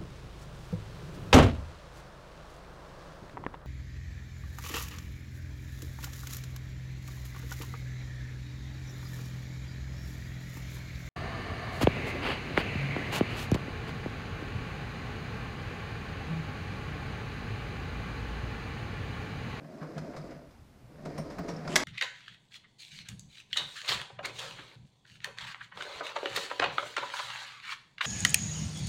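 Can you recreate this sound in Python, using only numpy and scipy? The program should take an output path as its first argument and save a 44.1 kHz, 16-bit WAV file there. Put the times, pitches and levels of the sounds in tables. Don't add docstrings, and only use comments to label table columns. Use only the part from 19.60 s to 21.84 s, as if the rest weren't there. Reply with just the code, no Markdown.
import sys
import numpy as np
from scipy import signal
from scipy.fft import rfft, irfft
from scipy.io import wavfile
from scipy.ndimage import uniform_filter1d

SR = 44100
rng = np.random.default_rng(int(sys.argv[2]) if len(sys.argv) > 2 else 0)


def unload_wav(signal):
    wavfile.write(
        sys.argv[1],
        SR,
        np.round(np.clip(np.atleast_2d(signal).T, -1, 1) * 32767).astype(np.int16),
    )


N = 98651

# (pitch [Hz], width [Hz], relative level [dB])
TANK_MODES = [(158.2, 8.8, 0.5), (233.4, 39, -2.5), (282, 30, -0.5), (349.2, 57.3, -0.5), (437.7, 68, -1.5),
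              (557.2, 93, 2), (667, 57, -3.5), (917, 190, -9), (1435, 690, -6.5)]
# (pitch [Hz], width [Hz], relative level [dB])
FRAME_MODES = [(1115, 615, 12), (1800, 1110, 11), (4100, 2160, 10), (5020, 83, -7), (13000, 490, -22)]


def amp(db):
    return 10 ** (np.asarray(db) / 20)


def unit_rms(x):
    return x / np.sqrt(np.mean(x ** 2) + 1e-20)


def curve_at(points, hz):
    f, value = np.transpose(points)
    return np.interp(np.log(hz + 1), np.log(f + 1), value)


def add(mix, start, sound):
    part = mix[round(start * SR):][:len(sound)]
    part += sound[:len(part)]


def coloured_noise(count, spectrum):
    gain = amp(curve_at(spectrum, np.fft.rfftfreq(count, 1 / SR)))
    return irfft(rfft(rng.standard_normal(count)) * gain, count)


def ring(modes, tilt_db=0.):
    t = np.arange(4096) / SR
    response = 0
    for hz, width, db in modes:
        gain = amp(db + tilt_db * np.log2(hz / 3000)) * width ** 1.346
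        response += gain * t * np.exp(-2 * np.pi * width * t) * np.sin(2 * np.pi * hz * t)
    return response / np.linalg.norm(response)


def grains(per_s, spread_db, count):
    hits = rng.random(count) < per_s / SR
    size = amp(spread_db * np.minimum(rng.exponential(1, count), 4))
    return unit_rms(hits * size * rng.choice([-1., 1.], count))


def burst(decay_s, rise_s):
    t = np.arange(6000) / SR
    return (1 - np.exp(-t / rise_s)) * np.exp(-t / decay_s)


def room_tone():
    # (frequency [Hz], relative level [dB])
    spectrum = [(59, -78), (100, -27), (129, -0.5), (201, -4.5), (447, -14), (1040, -20), (15500, -41)]
    return amp(-59) * unit_rms(coloured_noise(N + 1, spectrum)[:N])


def rumble():
    # (time [s], level [dB])
    swell = [(0, -77), (.5, -59), (1.1, -57.5), (1.8, -52), (2.24, -65)]
    band = signal.butter(4, [25, 107], "band", fs=SR, output="sos")
    low = signal.sosfilt(band, rng.standard_normal(N))
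    lumps = uniform_filter1d(uniform_filter1d(rng.standard_normal(N), size=1500), size=1500)
    level = amp(np.interp(np.arange(N) / SR, *np.transpose(swell)))
    return level * unit_rms(low * amp(2.5 * unit_rms(lumps)))


def warehouse_reverb(x):
    # (frequency [Hz], t60 [s])
    decay = [(150, 0.25), (2000, 0.89), (12000, 0.25)]
    taps = np.zeros(SR // 2)
    slots = np.arange(300, SR // 2 - 20, 20)
    taps[slots + rng.integers(0, 20, len(slots))] = rng.choice([-1., 1.], len(slots))
    hz, t, bands = signal.stft(taps, SR, nperseg=256)
    tail = signal.istft(bands * amp(-60 * t / curve_at(decay, hz)[:, None]), SR, nperseg=256)[1]
    return signal.fftconvolve(x, tail / np.linalg.norm(tail))[:N]


def base_scrape():
    # (pitch [Hz], width [Hz], relative level [dB])
    modes = [(2950, 510, 7), (4940, 1000, -14), (7100, 1300, 2.5)]
    start_s, end_s = 2.09, 2.155
    progress = np.clip((np.arange(N) / SR - start_s) / (end_s - start_s), 0, 1)
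    friction = np.sin(np.pi * progress) ** .5 * grains(per_s=4200, spread_db=5, count=N)
    return amp(-46.5) * signal.oaconvolve(friction, ring(modes))[:N]


def metal_pings():
    # (time [s], pitch [Hz], level [dB], t60 [s])
    pings = [(1.577, 5520, -49, 0.16), (1.579, 13250, -64, 0.15), (1.582, 9000, -55, 0.13),
             (1.787, 10800, -65, 0.036), (1.79, 15400, -57, 0.041), (1.883, 5540, -49, 0.17),
             (1.964, 5320, -46, 0.035), (2.078, 4970, -46, 0.028)]
    out, t = np.zeros(N), np.arange(8000) / SR
    for start, hz, db, t60 in pings:
        chatter = rng.standard_normal(len(t)) * amp(db - 60 * t / t60)
        add(out, start, signal.oaconvolve(chatter, ring([(hz, 0.042 * hz, 0)])))
    return out


def joint_rattles():
    # (time [s], level [dB], brightness [dB/octave], decay [s], rise [s])
    rattles = [(0.044, -44, -9, 0.0045, 0.0015), (0.204, -36.5, -31, 0.028, .03),
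               (0.226, -44, -2, .012, 0.0026), (0.379, -38.5, 1.5, 0.011, 0.0006),
               (0.523, -43, -15, 0.021, .02), (0.563, -38.5, -0.2, 0.016, 0.0027),
               (0.706, -50, 3, 0.0081, 0.0013), (0.907, -62, 12, 0.013, 0.0022),
               (1.452, -40, 0.5, 0.014, 0.0011), (1.577, -37.5, -1.2, 0.012, 0.0013),
               (1.7, -47, 0.7, 0.034, 0.0024), (1.783, -35, -3, 0.012, 0.0013),
               (1.88, -33, 0.5, 0.019, 0.011), (2.075, -34.5, -0.7, .011, 0.0011)]
    out = np.zeros(N)
    for start, db, tilt_db, decay_s, rise_s in rattles:
        envelope = burst(decay_s, rise_s)
        knocks = envelope * grains(per_s=6700, spread_db=1.7, count=len(envelope))
        add(out, start, amp(db) * signal.oaconvolve(knocks, ring(FRAME_MODES, tilt_db)))
    return out


def wheel_bumps():
    # (time [s], shake level [dB], boom level [dB], boom pitch [Hz])
    bumps = [(0.043, -42.5, -40, 160), (.214, -35, -25.5, 157), (.363, -31.5, -27.5, 154),
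             (0.537, -38, -48.5, 148), (0.713, -35, -41.5, 156.4), (1.239, -51, -38, 119),
             (1.454, -34, -30.5, 159.3), (1.499, -36, -47, 151), (1.582, -26, -31, 150.4),
             (1.786, -28.5, -28, 174), (1.884, -28, -27, 168.6), (2.047, -31.5, -31.5, 153),
             (2.08, -31.5, -46, 162)]
    boom_rise_s, boom_t60_s = 0.016, 0.18
    shake, boom, t = np.zeros(N), np.zeros(N), np.arange(8000) / SR
    jolt = burst(decay_s=0.013, rise_s=0.0037)
    for start, shake_db, boom_db, hz in bumps:
        add(shake, start, amp(shake_db) * jolt * rng.standard_normal(len(jolt)))
        swell = (1 - np.exp(-t / boom_rise_s)) * amp(boom_db - 60 * t / boom_t60_s)
        add(boom, start, swell * np.sin(2 * np.pi * hz * t))
    return signal.oaconvolve(shake, ring(TANK_MODES, tilt_db=1))[:N] + boom


def base_clack():
    # (time [s], plate level [dB], crack level [dB], free ring level [dB])
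    impacts = [(2.1567, -28, -14.5, -42), (2.1611, -18.5, -16, -25), (2.175, -38.5, -27, -57),
               (2.201, -38, -35, -28)]
    # (pitch [Hz], relative level [dB], t60 [s])
    plate_modes = [(352, -7, 0.08), (613.5, -6, 0.11), (1638, 6, 0.027), (2100, 9, 0.013),
                   (3220, 7.5, 0.011), (3890, 4, 0.011), (7620, -3.5, 0.025)]
    # (frequency [Hz], relative level [dB])
    crack_spectrum = [(350, -48), (600, -8.5), (1150, -9.5), (1860, -4), (2640, -9), (6310, -7.5),
                      (8750, -18.5), (15500, -27.5)]
    attack_s, crack_decay_s = 0.0017, 0.0053
    free_hz, free_t60_s = 1966, 0.06
    out, t = np.zeros(N), np.arange(8000) / SR
    attack = np.minimum(t / attack_s, 1)
    for start, plate_db, crack_db, free_db in impacts:
        plate = 0
        for hz, db, t60 in plate_modes:
            cycles = hz * rng.uniform(1.0, 1.03) * t + rng.random()
            plate += amp(db - 60 * t / t60) * np.sin(2 * np.pi * cycles)
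        crack = unit_rms(coloured_noise(len(t), crack_spectrum)) * np.exp(-t / crack_decay_s)
        free_ring = amp(free_db - 60 * t / free_t60_s) * np.sin(2 * np.pi * free_hz * t)
        add(out, start, attack * (amp(plate_db) * plate + amp(crack_db) * crack + free_ring))
    return out


def detuned_tank(shift):
    upper = [(hz * (1 + shift * (-1) ** k), width, db)
             for k, (hz, width, db) in enumerate(TANK_MODES[1:])]
    return ring(TANK_MODES[:1] + upper)


def rolling():
    # (time [s], tank level [dB], hiss level [dB])
    ride = [(0.0, -47.5, -68.5), (.15, -49, -60), (.39, -42.5, -57.5), (.57, -44, -58), (.68, -46, -58),
            (.76, -48, -62), (0.851, -56, -70.5), (.97, -77, -69), (1.18, -92, -83), (1.3, -57, -69.5),
            (1.4, -49, -63.5), (1.49, -42, -56), (1.61, -43.5, -55), (1.72, -43.5, -57.5), (1.9, -39, -52),
            (2.03, -41.5, -55.5), (2.141, -36.5, -42.5), (2.2, -40.5, -39)]
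    mode_shift, crossfades_per_s = 0.061, 4.0
    times, drum_db, hiss_db = np.transpose(ride)
    t = np.arange(N) / SR
    grit = grains(per_s=2500, spread_db=4, count=N) * amp(np.interp(t, times, drum_db))
    hiss_level = amp(np.interp(t, times, hiss_db))
    fine_grit = grains(per_s=3700, spread_db=1.5, count=N) * hiss_level
    chinks = grains(per_s=22, spread_db=1.4, count=N) * hiss_level
    blend = np.pi * crossfades_per_s * t + np.sin(2 * np.pi * (t + rng.random()))
    layers = [(grit * np.sin(blend), detuned_tank(mode_shift)),
              (grit * np.cos(blend), detuned_tank(-mode_shift)),
              (fine_grit, ring(FRAME_MODES)),
              (chinks, amp(-18.5) * ring([(4800, 170, 0)]))]
    return sum(signal.oaconvolve(drive, body)[:N] for drive, body in layers)


def scene():
    cart = rolling() + wheel_bumps() + joint_rattles() + metal_pings() + base_scrape() + base_clack()
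    return (cart + amp(-11.5) * warehouse_reverb(cart) + room_tone() + rumble())[None]


def record(dry):
    cutoff_hz = 15600
    lowpass = signal.firwin(511, cutoff_hz, window=("kaiser", 9), fs=SR)
    return signal.oaconvolve(dry, lowpass[None], "same")


dry = scene()
out = record(dry)
unload_wav(out)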